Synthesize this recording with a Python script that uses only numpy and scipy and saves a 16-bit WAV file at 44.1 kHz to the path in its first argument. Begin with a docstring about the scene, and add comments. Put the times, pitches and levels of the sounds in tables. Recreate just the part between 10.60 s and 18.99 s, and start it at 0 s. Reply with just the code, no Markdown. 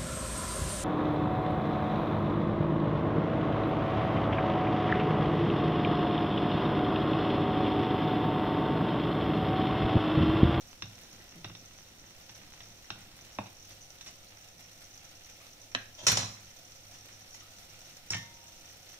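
"""First a faint sizzle and a wet stirring stroke: pork simmers in a frying pan in a small kitchen, close by.
A plastic spatula stirs and knocks the pan, something light snaps on the worktop, utensils clatter, a dish lands.
Sizzle and bubbles are random clicks and short gliding tones; blows are contact noise exciting decaying modes.
Every blow also thumps the worktop; air and hum lie behind. The two microphone ports ring near 6 kHz."""
import sys
import numpy as np
from scipy import signal
from scipy.fft import rfft, irfft
from scipy.io import wavfile
from scipy.ndimage import uniform_filter1d

SR = 44100
rng = np.random.default_rng(int(sys.argv[2]) if len(sys.argv) > 2 else 0)


def write(x):
    x = np.atleast_2d(x).T
    wavfile.write(sys.argv[1], SR, np.round(np.clip(x, -1, 1) * 32767).astype(np.int16))


N = 369990
TIME = np.arange(N) / SR

# Sauce runs over hot metal and sizzles up: t/s, length/s, rise/dB
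FLARE_UPS = [(3.065, 0.12, 3), (4.822, 0.054, 2), (6.93, 0.36, 1)]
FLARE_ATTACK_S, FLARE_RELEASE_S = 0.02, 0.028
# The sizzle grows as the sauce heats up, and flares while a stroke bares the hot pan
SIZZLE_START_DB, HEATING_DB_PER_S, STROKE_FLARE_DB = -56, 0.3816, 1


def simmer(count=4):
    """Several spots round the pan, each with its own path to the microphones."""
    spots = 0
    for _ in range(count):
        path = kitchen(lag_s=.00012, direct_db=-5.0, near_db=-1.5, tail_db=-8.0, near_t60=0.029)
        spots = spots + through(sizzle_spot(), path)
    flare_db = STROKE_FLARE_DB * effort()
    for s, length_s, db in FLARE_UPS:
        flare_db = flare_db + db * push(s, length_s, FLARE_ATTACK_S, FLARE_RELEASE_S)
    flicker_db = 0.31 * walk(22)
    heating_db = HEATING_DB_PER_S * TIME
    return spots / np.sqrt(count) * undb(SIZZLE_START_DB + heating_db + flare_db + flicker_db)


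# Spectrum of the sizzle: f/Hz, level/dB per Hz
SIZZLE_COLOUR = [(200, -13.5), (700, 3), (1100, -10), (1350, 0.5), (1600, -5), (1900, -1), (3400, 0),
                 (4600, -0.5), (5900, -6.5), (7200, -3), (15000, 4.5)]


def sizzle_spot():
    """Steam bursts at one spot of the sauce: tiny bubbles, duller blisters, broad sputters and thin high spits."""
    tiny = undb(-2.33) * pops(rate=9000, spread_db=4.5)
    larger = undb(-23) * pops(rate=160, spread_db=5.0, cap=2.8)
    bursts = pops(rate=70, spread_db=3.6, cap=3.6)
    blisters = level(cut(cut(bursts, 730, "high"), 4900, "low"), -12.0)
    sputters = undb(-7) * spurts(rate=11, spread_db=5.5, decay_s=0.0048)
    spits = spurts(rate=20, spread_db=1.5, decay_s=0.0019)
    # steep cuts from both sides leave a narrow band
    spits = cut(cut(spits, 5950, "high", order=10), 5950, "low", order=10)
    return colour(tiny + larger + blisters + sputters + level(spits, -8.0), SIZZLE_COLOUR)


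def spurts(rate, spread_db, decay_s):
    """Short puffs of steam at random moments, rms 1."""
    t = np.arange(2048) / SR
    puffs = through(np.abs(pops(rate, spread_db, cap=2.2)), np.exp(-t / decay_s))[0]
    return level(puffs * rng.standard_normal(N), 0)


# The loudest bubbles and spits, before the room: t/s, level/dB, starting f/Hz, cycles until it falls to 1/e
BURSTS = [(.602, -31, 1900, 6), (3.108, -29, 5200, 0.6), (3.304, -30, 5640, 1.4), (3.385, -32, 4850, 0.46),
          (3.669, -31, 4200, 4), (3.722, -29.5, 2800, 0.34), (4.377, -30, 5630, 0.96),
          (4.610, -33.5, 2700, 1.5), (4.699, -29, 6000, 0.58), (4.812, -35, 1200, 4.4),
          (4.867, -29, 4800, 0.53), (6.120, -30, 5460, 0.89), (6.822, -33, 1260, 7), (6.985, -29, 5200, .5),
          (7.609, -33, 5600, .5)]
BURST_GLIDE = .01  # rise in pitch while a bubble fades


def bursting():
    """Bubbles break at the surface of the sauce: a few loud ones among many faint ticks and plips."""
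    out = undb(-71) * bubbles(low_hz=1880, high_hz=6600, cycles=1.16, glide=BURST_GLIDE, count=240, size=1024)
    for s, db, hz, cycles in BURSTS:
        pop = bubble(hz, cycles, BURST_GLIDE)
        out[int(s * SR):][:len(pop)] += undb(db) * pop / np.linalg.norm(pop)
    return through(out, kitchen(lag_s=.00012, direct_db=-7, near_db=-1.5, tail_db=-8.5, near_t60=0.046))


def stirring():
    """The spatula pushes meat through the sauce: dull squelches and small wet smacks."""
    squelch = bubbles(low_hz=124, high_hz=714, cycles=0.67, glide=0.054, count=1400, size=2048)
    smacks = cut(cut(pops(rate=700, spread_db=4.5, cap=6.0), 4200, "low"), 870, "high")
    return (undb(-66.0) * squelch + undb(-57.5) * smacks) * effort()


# Strokes of the spatula through the sauce: t/s, length/s, effort level/dB
STROKES = [(0.0, 0.086, -3), (0.293, 0.3, 1), (0.967, 0.34, -4.5), (1.327, 0.14, -7.5), (1.745, 0.23, -2.5),
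           (2.32, 0.5, -2.5)]
STROKE_ATTACK_S, STROKE_RELEASE_S = 0.045, 0.24  # the push builds up; the sauce settles after it


def effort():
    """How hard the spatula is stirring, as a gain: all its strokes together."""
    return sum(undb(db) * push(s, length_s, STROKE_ATTACK_S, STROKE_RELEASE_S) for s, length_s, db in STROKES)


# Spatula on the pan: t/s, blow level/dB, contact corner f/Hz, slide/s, pan ring level/dB,
# worktop thump level/dB, blade click level/dB
KNOCKS = [(.223, -14, 4760, 0.0013, -19, 12.5, 0.5), (.254, -27, 900, .002, -19, 4, -30),
          (.845, -10.5, 3400, 0.0041, -6, 10.5, -4), (.897, -18.5, 2700, 0.0041, -12, 10, -16),
          (.951, -25, 4900, .0039, -28, -2, -10), (1.693, -20.5, 5000, 0.0062, -19, 0.5, -19),
          (2.005, -24, 4000, .0061, -39, 1, -11.5), (2.304, -8, 3800, 0.0012, -4.5, 8, -1),
          (2.358, -21, 3000, 0.054, -18, -2, -20), (2.7865, -12.5, 2800, 0.0011, 12, 13, -8),
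          (2.860, -20.5, 3500, 0.0052, -28, -6, -18), (3.103, -29, 5300, 0.015, -35, 0, -22),
          (3.410, -22, 7000, 0.0056, -40, -11, -12.5), (3.462, -16.5, 9000, 0.018, -28, -0.5, -14)]
# Modes of the pan: f/Hz, level at the resonance/dB, t60/s
PAN_MODES = [(207, -0.5, 0.081), (294, -2, 0.12), (594, -4.5, 0.026), (796, -5, 0.016), (894, -1.5, 0.026),
             (1075, -5, 0.024), (1310, -19, .09), (2540, -12.5, 0.0096)]
# Modes of the plastic blade's own click: f/Hz, level at the resonance/dB, t60/s
BLADE_MODES = [(1650, -8, 0.039), (1900, -6.5, 0.019), (2780, -5.5, 0.0091), (3340, -1.5, .025),
               (3680, -2, 0.0086), (5620, -6, 0.029)]


def spatula_knocks():
    """Blows of the spatula make the pan ring and its own blade click."""
    return struck(KNOCKS, PAN_MODES) + through(taps(KNOCKS, column=6), ring(BLADE_MODES))


# The spatula judders along the pan wall: its slips start quick and slow to a steady rate
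DRAG_S, DRAG_LENGTH_S, DRAG_DB = .745, 0.051, -54.5
DRAG_ATTACK_S, DRAG_RELEASE_S = 0.017, 0.042
DRAG_START_HZ, DRAG_STEADY_HZ, DRAG_SLOWING_S = 235, 166, .012


def drag():
    """Stick and slip of the spatula: an uneven low buzz."""
    slowing = np.exp(-np.maximum(TIME - DRAG_S, 0) / DRAG_SLOWING_S)
    hz = DRAG_STEADY_HZ + (DRAG_START_HZ - DRAG_STEADY_HZ) * slowing
    phase = np.cumsum(hz * (1 + 0.082 * walk(200))) / SR
    buzz = level(cut(phase % 1 - .5, 360, "low"), DRAG_DB)
    return buzz * push(DRAG_S, DRAG_LENGTH_S, DRAG_ATTACK_S, DRAG_RELEASE_S)


# Something hard and light snaps against the worktop: t/s, blow level/dB, contact corner f/Hz, slide/s,
# ring level/dB, worktop thump level/dB
SNAP = [(5.149, 1, 3900, 0.0011, 6.5, 8)]
# Modes of the snapping object: f/Hz, level at the resonance/dB, t60/s
SNAP_MODES = [(261, 3.5, 0.097), (357, -7.5, 0.14), (714, -7, 0.05), (960, -13, .025), (1460, -12, 0.036),
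              (1615, -8, 0.037), (2530, -16, 0.022), (3240, -6, 0.013), (3860, -0.5, 0.024),
              (4200, -2.5, 0.022)]


def snapping():
    """One hard, light object hits the worktop and rings briefly."""
    return struck(SNAP, SNAP_MODES)


# Utensils on the worktop: t/s, blow level/dB, contact corner f/Hz, slide/s, hollow ring level/dB,
# worktop thump level/dB, chink level/dB
CLATTER = [(5.427, -6, 700, 0.011, -16, 6, -26), (5.436, -25, 8000, 0.0049, -22, -10, -16),
           (5.4669, 3.5, 8900, 0.0025, 12, 13, 6), (5.469, -1.5, 14000, 0.0018, -12, 17, 16),
           (5.475, 0, 12000, 0.0017, -5, 13, 10), (5.481, 4, 9300, 0.0038, 11.5, 18, 2),
           (5.486, 0.5, 10000, 0.018, 1, 5, 13), (5.498, -6, 10000, .002, 3.5, 5, 4),
           (5.517, 1, 15100, 0.0023, 0, 20.5, 2), (5.526, -9, 15000, 0.0016, -2, 8, -4),
           (5.571, 0.5, 8800, 0.0029, 7, 18, 10), (5.590, -15, 12000, 0.0018, -11, 2, -4),
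           (5.599, -9, 7000, 0.0013, -7, 0, -14), (5.612, -20, 9000, 0.0017, -3, 0, -11),
           (5.620, -19, 7960, 0.0022, -4, -3, -3), (5.630, -15, 6000, 0.0016, -2, 13.5, -19),
           (6.334, -24, 8870, 0.02, -28, -3.5, -34), (6.743, -23, 12000, .006, -27, -12, -14),
           (6.805, -23.5, 4970, .0035, -23, -22, -30)]
# Modes of the hollow ring: f/Hz, level at the resonance/dB, t60/s
HOLLOW_MODES = [(245, 2, .12), (528, -5.5, 0.047), (760, -9, 0.047), (1040, -0.5, 0.048),
                (1280, -22, 0.065), (1700, -6, .091), (2600, -1, 0.093), (3800, -1, 0.1), (4070, -1, .12)]
# Modes of the bright chink of utensil on utensil: f/Hz, level at the resonance/dB, t60/s
CHINK_MODES = [(4170, -2.5, 0.033), (5250, -3, .016), (5780, -4.5, 0.029), (6850, -0.5, 0.013)]


def utensil_clatter():
    """Utensils slide, fall with hollow rings and bright chinks, and rattle as they settle."""
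    blows = struck(CLATTER, HOLLOW_MODES)
    chinks = through(taps(CLATTER, column=6), ring(CHINK_MODES))
    return blows + chinks + rattle(CLATTER) + scrape()


# After each blow the utensils rattle against each other as they settle
RATTLE_DB, RATTLE_RISE_S, RATTLE_DECAY_S = -11.5, 0.028, 0.023
RATTLE_LOW_HZ, RATTLE_HIGH_HZ = 600, 9100


def rattle(rows):
    """A flurry of tiny touches that swells and dies after each blow."""
    t = np.arange(SR) / SR
    flurry = ((1 - np.exp(-t / RATTLE_RISE_S)) * np.exp(-t / RATTLE_DECAY_S)) ** 2
    power = np.abs(through(taps(rows, column=1) ** 2, flurry / flurry.sum()))
    touches = cut(pops(rate=2100, spread_db=3.5, cap=4.2), RATTLE_LOW_HZ, "high")
    touches = cut(touches, RATTLE_HIGH_HZ, "low")
    return undb(RATTLE_DB) * touches * np.sqrt(power)


# A utensil slides just before the clatter
SCRAPE_S, SCRAPE_LENGTH_S, SCRAPE_DB = 5.378, 0.037, -52
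SCRAPE_ATTACK_S, SCRAPE_RELEASE_S = 0.0091, .015
# Resonances of its rasp: f/Hz, level at the resonance/dB, t60/s
SCRAPE_MODES = [(620, -3, 0.014), (930, -2, .02), (3230, -2.5, 0.0044), (6900, -11, .002)]


def scrape():
    """A utensil slides before it falls: quick slips set it rasping."""
    rasp = through(pops(rate=1800, spread_db=-1, cap=2.4), ring(SCRAPE_MODES))
    return level(rasp, SCRAPE_DB) * push(SCRAPE_S, SCRAPE_LENGTH_S, SCRAPE_ATTACK_S, SCRAPE_RELEASE_S)


# A dish set down, edge first: t/s, blow level/dB, contact corner f/Hz, slide/s, dish ring level/dB,
# worktop thump level/dB, edge chink level/dB
DISH = [(7.504, -15.5, 15000, .0046, -25, 14, 3.5), (7.516, -10.5, 9300, 0.011, -24, -12, -13),
        (7.5323, -10, 3900, 0.0041, 12.5, 9, -17), (7.544, -9.5, 6500, .0064, -9, 16.5, -17),
        (7.567, -19, 9000, .002, -8, 4, -24)]
# Modes of the dish: f/Hz, level at the resonance/dB, t60/s
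DISH_MODES = [(931.6, 0, 1.7), (1124, -8, 0.23), (1280, -18, .14), (1631, -8, 0.13), (1762, -2, 0.4),
              (1820, 5.5, 0.46), (1950, -18, .03), (2097, 5.5, 0.47), (2270, -7.5, 0.039),
              (2420, -11, 0.036), (2740, -5.5, 0.062), (3050, -1, 0.17), (3290, -10, .08), (3402, -6, 0.43),
              (3690, -3.5, 0.6)]
# Modes of its edge: f/Hz, level at the resonance/dB, t60/s
EDGE_MODES = [(5490, 4.5, 0.026), (6780, 4, 0.054), (7957, -3, 0.037)]


def dish_set_down():
    """The edge of the dish chinks and its body rings on."""
    return struck(DISH, DISH_MODES) + through(taps(DISH, column=6), ring(EDGE_MODES))


# Modes of the worktop: f/Hz, level at the resonance/dB, t60/s
WORKTOP_MODES = [(58, -10, 0.29), (104.9, 4.5, 0.37), (125.3, -1, 0.38), (142, -10.5, 0.21),
                 (170.4, -5, 0.26), (199.8, -5, 0.68), (257, -12, 0.37), (337.5, -13.5, 0.096)]


def worktop_thumps():
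    """Every blow sets the worktop swinging in its low modes."""
    blows = sum(taps(rows, column=5) for rows in (KNOCKS, SNAP, CLATTER, DISH))
    return cut(cut(through(blows, ring(WORKTOP_MODES)), 400, "low"), 36, "high")


def arm_rumble():
    """The stirring arm moves: a faint deep rumble while it stirs."""
    rumble = cut(cut(rng.standard_normal(N), 77, "low"), 38, "high")
    return level(rumble, -70.5) * effort()


# Spectrum of the air in the room: f/Hz, level/dB per Hz (relative)
AIR = [(20, 3), (32, -9.5), (60, -2.5), (80, -10.5), (102, -4), (123, -12.5), (156, -8.5), (200, -11),
       (350, -13), (440, -22), (530, -8.5), (620, -22.5), (760, -16), (1200, -29), (2400, -80)]
AIR_DB = -62
# Hum of the appliances, around which it wavers: f/Hz, level/dB
HUM = [(101.5, -70), (145.3, -76.5)]


def room_tone():
    """Low rush of air and a hum that wavers in pitch and level."""
    hum = 0
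    for hz, db in HUM:
        gain = undb(db + 2.0 * walk(6.0)) * np.sqrt(2)
        turns = np.cumsum(hz + 2.274 * walk(9.5)) / SR
        hum = hum + gain * np.sin(2 * np.pi * turns)
    noise = diffuse(N, alike_hz=640) + 0.18 * rng.standard_normal((2, N))
    return level(colour(noise, AIR), AIR_DB) * undb(0.2 * walk(2.2)) + hum


def bubble(hz, cycles, glide, size=4096):
    """One pocket of air: it rings for a few cycles, rising in pitch."""
    turns = hz * np.arange(size) / SR
    age = turns / cycles
    return np.exp(-age) * np.sin(2 * np.pi * turns * (1 + glide * age))


def bubbles(low_hz, high_hz, cycles, glide, count=260, size=4096):
    """Bubbles at random moments, rms 1; the small, high ones are weaker."""
    out = np.zeros(N + size)
    for when, pitch, strength in rng.random((count, 3)):
        hz = low_hz * (high_hz / low_hz) ** pitch
        gain = undb(12.6 * strength - 9 * pitch)
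        out[int(when * N):][:size] += gain * bubble(hz, cycles, glide, size)
    return level(out[:N], 0)


def pops(rate, spread_db, cap=4.8):
    """Random clicks, rate per second, of exponentially spread dB up to a cap; rms 1."""
    sizes = undb(spread_db * np.minimum(rng.exponential(size=N), cap))
    return level((rng.random(N) < rate / SR) * sizes * rng.choice([-1, 1], N), 0)


def push(start_s, length_s, attack_s, release_s):
    """Envelope of one push: it builds up, holds and dies away."""
    age = TIME - start_s
    return np.clip(age / attack_s, 0, 1) * np.exp(-np.maximum(age - length_s, 0) / release_s)


def struck(rows, modes):
    """Contact noise plus the ring of the body."""
    return cut(contacts(rows), 520, "high", order=1) + through(taps(rows, column=4), ring(modes))


def contacts(rows, first_share=0.48, size=8192):
    """Each blow is a first touch and a slide of tiny slips that swells and dies; a softer contact is duller."""
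    out, t = np.zeros(N + size), np.arange(size) / SR
    for s, db, corner_hz, slide_s, *_ in rows:
        pressure = (1 - np.exp(-t / (0.34 * slide_s))) * np.exp(-t / (1.05 * slide_s))
        force = rng.standard_normal(size) * (rng.random(size) < .3) * pressure
        force /= np.linalg.norm(force) + 1e-9
        # the shorter the slide, the more of the blow is in the first touch
        force[0] += first_share * 0.0018 / slide_s
        force /= np.linalg.norm(force)
        out[int(s * SR):][:size] += undb(db) * cut(force, corner_hz, "low", order=3)
    return out[:N]


def taps(rows, column):
    """One impulse for each row, as strong as the dB in that column."""
    out, rows = np.zeros(N), np.array(rows)
    np.add.at(out, (rows[:, 0] * SR).astype(int), undb(rows[:, column]))
    return out


def ring(modes):
    """Impulse response of a body: neighbouring modes swing in opposite directions."""
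    t = np.arange(SR) / SR
    out = np.zeros(SR)
    for k, (hz, db, t60) in enumerate(modes):
        decay = np.log(1000) / t60
        peak = 2 * decay / SR  # makes the gain at the resonance equal to db
        out += (-1) ** k * undb(db) * peak * np.exp(-decay * t) * np.sin(2 * np.pi * hz * t)
    return out


def kitchen(lag_s, direct_db, near_db, tail_db, near_t60=0.07, tail_t60=0.36, dull_hz=7500, low_hz=220):
    """Direct sound reaching the left port late, quick reflections from worktop and cupboards, then the room."""
    t = np.arange(int(.6 * SR)) / SR
    near = diffuse(len(t)) * undb(-60 * t / near_t60) * (t > .0006)
    tail = cut(diffuse(len(t)), dull_hz, "low", order=1)
    tail = tail * undb(-60 * t / tail_t60) * np.minimum(t / .012, 1)
    response = 0
    for part, db in ((near, near_db), (tail, tail_db)):
        response = response + undb(db) * part / np.sqrt(np.sum(part ** 2) / 2)
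    response[0, int(lag_s * SR)] += undb(direct_db)
    response[1, 0] += undb(direct_db)
    gain = np.sqrt(np.sum(response ** 2) / 2)
    return cut(balance(response, width=132) * gain, low_hz, "high")


def balance(response, width):
    """Even out a response over bands of this width in Hz, so that it keeps only its fine ripple."""
    power = np.mean(np.abs(rfft(response)) ** 2, axis=0)
    power = uniform_filter1d(power, int(width * response.shape[1] / SR))
    hz = np.fft.rfftfreq(response.shape[1], 1 / SR)
    return colour(response, np.transpose([hz, -10 * np.log10(power)])[1:])


def diffuse(size, alike_hz=650):
    """Noise from all around: the bass is alike at both ports, the treble is not."""
    mid, side = rng.standard_normal((2, size))
    side = cut(side, alike_hz, "high", order=1)
    return np.array([mid + side, mid - side])


def to_right(x, db):
    """The right port hears it louder by this many dB."""
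    return x * undb(np.array([[-db], [db]]) / 2)


def undb(db):
    """Decibels to gain."""
    return 10 ** (np.asarray(db) / 20)


def level(x, db):
    """Scale to an rms level."""
    return x * undb(db) / np.sqrt(np.mean(x ** 2))


def walk(rate):
    """Slow chance with a spread near 1, drawn anew rate times a second."""
    k = max(int(SR / rate), 1)
    steps = np.repeat(rng.standard_normal(N // k + 1), k)
    return 1.195 * uniform_filter1d(steps, k)[:N]


def through(x, response):
    """Pass a sound through an impulse response."""
    return signal.fftconvolve(np.atleast_2d(x), np.atleast_2d(response), axes=-1)[:, :N]


def colour(x, points, size=8192):
    """Causal filter with the given (Hz, dB) spectrum."""
    hz, db = np.transpose(points)
    grid = np.maximum(np.fft.rfftfreq(size, 1 / SR), 1)
    cepstrum = irfft(np.log(undb(np.interp(np.log(grid), np.log(hz), db))))
    # folding the cepstrum onto positive times gives minimum phase
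    cepstrum[1:size // 2] *= 2
    cepstrum[size // 2 + 1:] = 0
    return through(x, irfft(np.exp(rfft(cepstrum))))


def cut(x, hz, kind, order=2):
    """Low-pass or high-pass."""
    return signal.sosfilt(signal.butter(order, min(hz, .45 * SR), kind, fs=SR, output="sos"), x)


def scene():
    """Pan and dish a little to the right, utensils further, the snap furthest, all on one worktop."""
    pan_path = kitchen(lag_s=.0001, direct_db=1, near_db=-3, tail_db=-10, near_t60=.05, low_hz=144)
    snap_path = kitchen(lag_s=.00027, direct_db=3, near_db=-0.5, tail_db=-9.5, near_t60=.047, dull_hz=4500)
    utensil_path = kitchen(lag_s=.00018, direct_db=-2, near_db=0.5, tail_db=-6.5, near_t60=.035, tail_t60=.47)
    dish_path = kitchen(lag_s=.0001, direct_db=2, near_db=-3, tail_db=-8, near_t60=.05)
    pan = through(spatula_knocks() + stirring(), pan_path)
    snap = through(snapping(), snap_path)
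    utensils = through(utensil_clatter(), utensil_path)
    dish = through(dish_set_down(), dish_path)
    low_sounds = worktop_thumps() + drag() + arm_rumble()
    sauce = to_right(simmer() + bursting(), db=1.5)
    return sauce + to_right(pan + snap + utensils + dish + low_sounds + room_tone(), db=1.16)


# Response of the microphone ports: f/Hz, level/dB
MICROPHONE = [(20, 1), (4000, 2.5), (4900, 1.5), (5400, 7), (5850, 10.5), (6400, 4.5), (7200, 0),
              (8500, -3.5), (11500, -9), (14000, -7), (15500, -11.5)]
TOP_HZ = 15550


def record(dry):
    """The microphone ports colour the treble, and the top is cut."""
    top_cut = signal.ellip(10, .2, 70, TOP_HZ, fs=SR, output="sos")
    return signal.sosfilt(top_cut, colour(dry, MICROPHONE))


dry = scene()
out = record(dry)
write(out)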